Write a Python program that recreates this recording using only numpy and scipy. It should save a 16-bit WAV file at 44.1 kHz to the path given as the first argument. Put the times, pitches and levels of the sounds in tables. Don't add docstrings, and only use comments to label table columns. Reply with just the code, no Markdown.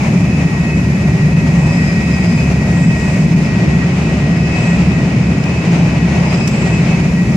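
import sys
import numpy as np
from scipy import signal
from scipy.fft import rfft, irfft
from scipy.io import wavfile
from scipy.ndimage import uniform_filter1d, minimum_filter1d

SR = 44100
rng = np.random.default_rng(int(sys.argv[2]) if len(sys.argv) > 2 else 0)


def wav_record(signal):
    frames = np.transpose(np.atleast_2d(signal))
    bounded = np.clip(frames, -1, 1)
    quanta = np.round(bounded * 32767).astype(np.int16)
    wavfile.write(sys.argv[1], SR, quanta)


N = 324576
TIME, HZ = np.arange(N) / SR, np.fft.rfftfreq(N, 1 / SR)


def amp(db):
    return 10 ** (np.asarray(db) / 20)


def unit_rms(x):
    return x / np.sqrt(np.mean(abs(x) ** 2) + 1e-20)


def spectrum(rows):
    hz, value = np.transpose(rows)
    return np.interp(np.log(HZ + 1), np.log(hz + 1), value)


def curve(rows, column=1):
    columns = np.transpose(rows)
    return np.interp(TIME, columns[0], columns[column])


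def swing_db(rows):
    db = curve(rows)
    return db - db.mean()


def pan(side_db):
    return amp(np.array([[.5], [-.5]]) * side_db)


def hump(peak_s, length_s):
    return np.cos(np.pi * np.clip((TIME - peak_s) / length_s, -.5, .5)) ** 2


def drift(rate_hz, channels=1):
    white = rfft(rng.standard_normal((channels, N)))
    return unit_rms(irfft(white * np.exp(-.5 * (HZ / rate_hz) ** 2), N))


def ring(hz, width_hz, coherence=0, steadiness=0):
    detuning = np.fft.fftfreq(N, 1 / SR) / width_hz
    a, b = rng.standard_normal((2, N)) + 1j * rng.standard_normal((2, N))
    rubbing = np.array([a, coherence * a + np.sqrt(1 - coherence ** 2) * b])
    envelope = unit_rms(np.fft.ifft(rubbing / (1 + 1j * detuning) ** 2))
    envelope *= (abs(envelope) ** 2 + .1) ** (-steadiness / 2)
    carrier = np.exp(2j * np.pi * np.cumsum(hz * np.ones(N)) / SR)
    return unit_rms((envelope * carrier).real)


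def in_tunnel(entry_s=3.46, exit_s=7.05, portal_s=.088):
    return np.clip(np.minimum(TIME - entry_s, exit_s - TIME) / portal_s + .5, 0, 1)


# f/Hz, coherence/1
CABIN_COHERENCE = [(60, .993), (180, .992), (280, .965), (450, .87), (730, .78), (1200, .25), (2000, .05),
                   (3300, .2), (6000, .03)]
# f/Hz, L-R/dB
CABIN_BALANCE = [(90, -.5), (160, .5), (260, 1.2), (460, .3), (800, 4.5), (1300, 4.7), (2000, .3),
                 (3800, 2), (6200, -.3), (10000, 1.5), (14500, 4.5)]

def cabin_noise(shape_db):
    a, b = rfft(rng.standard_normal((2, N)))
    coherence = spectrum(CABIN_COHERENCE)
    mid, side = a * np.sqrt(1 + coherence), b * np.sqrt(1 - coherence)
    ears = np.array([mid + side, mid - side]) * pan(spectrum(CABIN_BALANCE))
    return unit_rms(irfft(ears * amp(shape_db), N))


# f/Hz, relative level/dB
BOGIE_SPECTRUM = [(12, -62), (24, -54), (32, -43), (40, -35), (48, -24.5), (70, -4), (92, -14), (114, -5.5),
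                  (135, -7), (190, -7), (225, -9.5), (265, -16), (350, -22), (450, -27), (700, -57),
                  (1500, -78)]
# f/Hz, width/Hz, lift/dB
BODY_MODES = [(148, 17, 7.5), (171.8, 12, 8.5), (208.3, 11, 4.5), (249.5, 9.7, 3), (279, 9.1, 6.5),
              (320, 12.6, 5), (384.7, 24, 6.5)]
# t/s, relative level/dB
BOOM_SWELL = [(.04, -14), (.16, -11.5), (.5, -14), (.8, -13), (1.3, -11), (1.42, -10), (1.6, -11),
              (1.9, -12.5), (2.2, -13), (2.35, -10.5), (2.75, -13.5), (2.89, -6.5), (2.98, -16.5),
              (3.13, -11.5), (3.33, -9), (3.6, -13), (3.74, -12), (3.95, -13.5), (4.2, -14.5), (4.28, -10),
              (4.5, -14.5), (4.82, -10.5), (5.0, -11), (5.2, -12), (5.55, -15), (5.8, -11), (6.0, -12),
              (6.28, -12.5), (6.45, -14), (6.85, -12), (6.92, -12.5), (7.2, -13), (7.36, -9.5)]

def body_rumble(gain_db=-11.5, boom_hz=(110, 260), drone_hz=174, steadiness=.31):
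    lift_db = sum(db / (1 + (2 * (HZ - hz) / width_hz) ** 2) for hz, width_hz, db in BODY_MODES)
    shaking = cabin_noise(spectrum(BOGIE_SPECTRUM) + lift_db)
    band = 1 / (1 + (boom_hz[0] / (HZ + 1)) ** 8) / (1 + (HZ / boom_hz[1]) ** 8)
    boom = irfft(rfft(shaking) * band, N)
    bed = shaking - boom
    boom += amp(-8.5) * ring(drone_hz, width_hz=8, coherence=1, steadiness=.97)
    power = uniform_filter1d(uniform_filter1d((boom ** 2).mean(0), size=3200), size=1600)
    evening = (power / power.mean()) ** (-steadiness / 2)
    return amp(gain_db) * (bed + boom * evening * amp(swing_db(BOOM_SWELL)))


# f/Hz, relative level/dB
ROAR_SPECTRUM = [(150, -5), (400, -3), (620, 0.5), (800, -5), (1000, -7), (1250, -10.5), (1650, -10.5),
                 (1950, -7), (2600, -8), (3400, -21.5), (6800, -19), (9000, -31), (12000, -40.5),
                 (15400, -46)]
# t/s, relative level/dB
RUSH_LEVEL = [(0, 3), (.22, -0.6), (1.0, -1), (1.5, 0), (2.2, 2.5), (2.7, -0.1), (3.05, 1.5), (4.35, -0.8),
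              (4.56, 2.5), (4.95, 0.5), (5.45, -1.5), (5.77, 2.5), (6.02, -0.3), (6.2, 3), (6.5, 1),
              (6.93, 3.5), (7.15, -1), (7.36, -0.5)]

def roar(gain_db=-25, floor_below_hz=700, air_above_hz=2200, gust_rms_db=.18, flutter_rms_db=1.06):
    noise = cabin_noise(spectrum(ROAR_SPECTRUM))
    lows = irfft(rfft(noise) / (1 + (HZ / floor_below_hz) ** 4), N)
    below_air = irfft(rfft(noise) / (1 + (HZ / air_above_hz) ** 4), N)
    rush_db, gust_db = swing_db(RUSH_LEVEL), gust_rms_db * drift(3.3)
    floor = lows * amp(rush_db + gust_db)
    rolling = (below_air - lows) * amp(.5 * rush_db + gust_db)
    air = (noise - below_air) * amp(.73 * rush_db)
    return (floor + rolling + air) * amp(gain_db + flutter_rms_db * drift(17))


# t/s, f/Hz
DRIVE_RATE = [(0, 158.0), (1.4, 158.15), (2.4, 158.5), (4.5, 158.7), (6.5, 159.2), (7.36, 159.8)]
# multiple/1, relative level/dB, L-R/dB, beat depth/dB
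DRIVE_ORDERS = [(12, 5, 0.5, 0), (13, -2, -5.5, 0), (14, 0.5, 6, 2.5), (15, 3.3, -1.5, -0.5),
                (16, -1, -3.5, 0.5)]
# t/s, level/dB
MESH_LOAD = [(.14, -44), (.28, -41), (.46, -36.5), (.7, -36), (.94, -37.5), (1.2, -36), (1.45, -35.5),
             (1.63, -37), (1.8, -32.5), (2.25, -36.5), (2.47, -40), (2.66, -36), (3.02, -32.5), (3.2, -41),
             (3.55, -37.5), (3.87, -39.5), (3.99, -49), (4.1, -36), (4.45, -40), (4.65, -34.5), (4.85, -42),
             (5.0, -35.5), (5.2, -46), (5.35, -40.5), (5.85, -43), (6.15, -39.5), (6.32, -45), (6.5, -43),
             (6.63, -35), (6.85, -43), (7.07, -42), (7.2, -36), (7.36, -46)]

def gear_whine(beat_s=.777, beat_peak_s=2.22, jitter_hz=2, ear_lead_rad=1.62, wobble_rad=.21):
    rate_hz, tunnel = curve(DRIVE_RATE), in_tunnel()
    beat = np.cos(2 * np.pi * (TIME - beat_peak_s) / beat_s)
    upper_db = -44 - 2 * (tunnel - .5) + 1.5 * swing_db(RUSH_LEVEL)
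    whine = np.zeros((2, N))
    for k, (multiple, db, side_db, beat_db) in enumerate(DRIVE_ORDERS):
        load_db, waver_db, skirt_db = (curve(MESH_LOAD), 1.5, -8) if k == 0 else (upper_db, 2.5, -.5)
        hz = multiple * rate_hz
        cycles = np.cumsum(hz + jitter_hz * drift(13.6)[0]) / SR + rng.random()
        ears_rad = np.array([[0], [ear_lead_rad]]) + wobble_rad * drift(3.7, channels=2)
        waver = amp((waver_db + 1.9 * tunnel) * drift(15, channels=2))
        tone = unit_rms(np.sin(2 * np.pi * cycles + ears_rad) * waver)
        skirt = amp(skirt_db) * ring(hz, width_hz=34)
        whine += amp(db + load_db + beat_db * beat) * pan(side_db) * (tone + skirt)
    return whine


# f/Hz, relative level/dB
BUZZ_SPECTRUM = [(1500, -38.5), (2300, -5), (2700, -2.5), (3200, 0), (4300, 0.5), (5400, -3), (6000, -1),
                 (6600, -0.5), (7500, -18), (10000, -41)]

def drive_buzz(level_db=-42, valley_db=-11):
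    between_orders = abs(np.sin(np.pi * HZ / curve(DRIVE_RATE).mean()))
    comb = cabin_noise(spectrum(BUZZ_SPECTRUM) + valley_db * between_orders)
    return comb * amp(level_db + swing_db(RUSH_LEVEL))


# peak t/s, length/s, level/dB, f/Hz
ROAR_SURGES = [(.03, .25, -27.5, 900), (0.536, 0.19, -30.5, 902), (1.658, 0.28, -30, 900),
               (3.66, 0.22, -25, 334), (5.802, 0.32, -30.5, 843), (6.16, 0.15, -27, 369.5),
               (6.243, 0.27, -27.5, 863), (6.4, .07, -24, 344)]

def roar_surges(relative_width=.24, side_db=3):
    return pan(side_db) * sum(amp(db) * hump(peak_s, length_s) * ring(hz, relative_width * hz)
                              for peak_s, length_s, db, hz in ROAR_SURGES)


# width/Hz, gain/dB
WHEEL_MODES = [(14.1, -2.6), (60, -1.5), (26, -2)]
# t/s, low f/Hz, middle f/Hz
WHEEL_PITCH = [(0, 2566, 5070), (1.1, 2565, 5065), (1.7, 2555, 5060), (2.1, 2560, 5030), (2.33, 2544, 4980),
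               (2.5, 2563, 5030), (2.8, 2560, 5070), (3.8, 2562, 5070), (4.6, 2569, 5075),
               (5.8, 2568, 5075), (6.35, 2558, 5035), (6.75, 2572, 5065), (7.36, 2573, 5080)]
# mode, level/dB
WHEEL_MURMUR = [("low", -34.5), ("middle", -47), ("high", -59)]
# peak t/s, length/s, mode, level/dB
WHEEL_SWELLS = [(0.37, 0.26, "low", -27.5), (0.72, 0.25, "low", -27.5), (1.375, .18, "low", -31),
                (1.698, 0.3, "low", -29), (1.72, .6, "high", -46.5), (1.838, 0.47, "middle", -36.5),
                (2.13, 0.13, "middle", -38), (2.05, 0.94, "low", -33), (2.25, 0.63, "high", -48),
                (2.32, 0.37, "middle", -36), (2.43, 0.17, "low", -25.5), (2.83, 0.26, "high", -42),
                (2.88, 0.22, "low", -28), (2.95, .5, "middle", -44), (3.078, 0.5, "high", -45),
                (3.105, 0.13, "low", -35), (3.482, .16, "middle", -39), (4.55, 1.0, "middle", -44),
                (4.594, 0.48, "low", -25), (4.662, .35, "high", -43), (4.928, 0.12, "low", -31),
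                (5.53, 0.32, "low", -29), (6.4, 0.45, "middle", -36.5), (6.437, 0.16, "low", -24),
                (6.6, 0.66, "high", -42.5), (6.76, 0.11, "low", -22.5), (6.918, 0.14, "low", -27)]
# f/Hz, half-width/Hz, relative level/dB
WHEEL_SIDE_MODES = [(4820, 70, -1), (5310, 38, 2), (6780, 55, -7), (7660, 32, -6)]

def wheel_song(high_hz=7680, waver_hz=4.51, rasp_db=2.5):
    rush_db = .36 * swing_db(RUSH_LEVEL)
    envelopes = []
    for mode, rest_db in WHEEL_MURMUR:
        swell_power = sum(amp(db) ** 2 * hump(peak_s, length_s)
                          for peak_s, length_s, sung, db in WHEEL_SWELLS if sung == mode)
        envelopes.append(np.sqrt(amp(rest_db + rush_db) ** 2 + swell_power))
    low, middle, high = envelopes
    rasp = unit_rms(amp(rasp_db * drift(35, channels=2)))
    low_hz, middle_hz = curve(WHEEL_PITCH) + waver_hz * drift(4.9)[0], curve(WHEEL_PITCH, column=2)
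    (low_width_hz, low_db), (middle_width_hz, middle_db), (high_width_hz, high_db) = WHEEL_MODES
    song = low * rasp * amp(low_db) * ring(low_hz, low_width_hz, coherence=.38, steadiness=.64)
    song += middle * amp(middle_db) * ring(middle_hz, middle_width_hz, steadiness=-.22)
    song += high * amp(high_db) * ring(high_hz, high_width_hz)
    peaks = sum(amp(db) / (1 + ((HZ - hz) / half_hz) ** 2) for hz, half_hz, db in WHEEL_SIDE_MODES)
    side_modes = amp(-49 + rush_db) * cabin_noise(20 * np.log10(peaks))
    sizzle = np.hypot(amp(-54), middle * amp(-10)) * ring(5150, width_hz=420)
    sizzle += high * pan(2.3) * ring(7600, width_hz=520)
    overtones = ring(10230, 380) + amp(-13) * ring(12800, 130) + amp(-6.5) * ring(11500, 1500)
    overtones *= amp(-57 - 11 * in_tunnel() + rush_db)
    return song + side_modes + sizzle + overtones


# peak t/s, length/s, level/dB
WHEEL_SQUEAKS = [(1.884, .05, -36), (2.14, .05, -38), (2.315, .08, -37), (6.203, .04, -38),
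                 (6.305, 0.031, -36), (6.423, .06, -35)]

def wheel_squeaks(flutter_hz=25, side_db=.4):
    hz = curve(WHEEL_PITCH, column=2) + flutter_hz * drift(30, channels=2)
    tone = unit_rms(np.sin(2 * np.pi * np.cumsum(hz, axis=1) / SR))
    envelope = sum(amp(db) * hump(peak_s, length_s) for peak_s, length_s, db in WHEEL_SQUEAKS)
    return envelope * pan(side_db) * tone


# f/Hz, gain/dB
WALL_RESPONSE = [(200, 0), (270, -1), (360, 1.5), (450, 1.5), (600, 0.7), (740, 1.4), (900, 1.3), (1400, 2),
                 (2000, 0.4), (2900, 3), (4000, 2), (6500, -0.5), (8000, 0), (10500, -1), (14000, -2.5)]

def tunnel_walls(running):
    reflected = irfft(rfft(running) * (amp(spectrum(WALL_RESPONSE)) - 1), N)
    return running + in_tunnel() * reflected


# t/s, level/dB, ring t60/s, L-R/dB
TRIM_SLIPS = [(5.437, -30, .008, 7), (6.474, -20.5, 0.12, 5)]
# f/Hz, relative level/dB
SNAP_SPECTRUM = [(1200, -8), (2600, 8), (4000, -2), (5400, 12), (6800, 7.5), (8000, 4), (10000, -7),
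                 (12500, -14), (14200, -9), (15400, -13)]

def trim_ticks(rise_s=.0024, snap_s=.0028, tail_db=-9, rattle_db=-29, rattle_t60_s=.17):
    snap_envelope, rattle_envelope = np.zeros((2, 2, N))
    for start_s, db, t60_s, side_db in TRIM_SLIPS:
        age_s = np.maximum(TIME - start_s - rise_s, 0)
        slip = amp(db) * pan(side_db) * np.clip((TIME - start_s) / rise_s, 0, 1) ** 2
        tail = amp(tail_db - 60 * np.minimum(age_s / t60_s, 10))
        snap_envelope += slip * (np.exp(-age_s / snap_s) + tail)
        rattle_envelope += slip * amp(rattle_db - 60 * np.minimum(age_s / rattle_t60_s, 10))
    snaps = snap_envelope * cabin_noise(spectrum(SNAP_SPECTRUM))
    chatter = amp(3 * drift(150))
    return snaps + rattle_envelope * chatter * ring(14200, width_hz=1500)


def scene():
    running = tunnel_walls(body_rumble() + roar())
    return (running + gear_whine() + drive_buzz() + wheel_song() + wheel_squeaks()
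            + trim_ticks() + roar_surges())


def record(dry, ceiling=.95, cutoff_hz=15480):
    needed = np.minimum(ceiling / (abs(dry).max(0) + 1e-9), 1)
    held = minimum_filter1d(needed, size=801)
    gain = uniform_filter1d(uniform_filter1d(held, size=400), size=400)
    lowpass = signal.firwin(1023, cutoff_hz, window=("kaiser", 9), fs=SR)
    return signal.oaconvolve(dry * gain, lowpass[None], "same")


dry = scene()
out = record(dry)
wav_record(out)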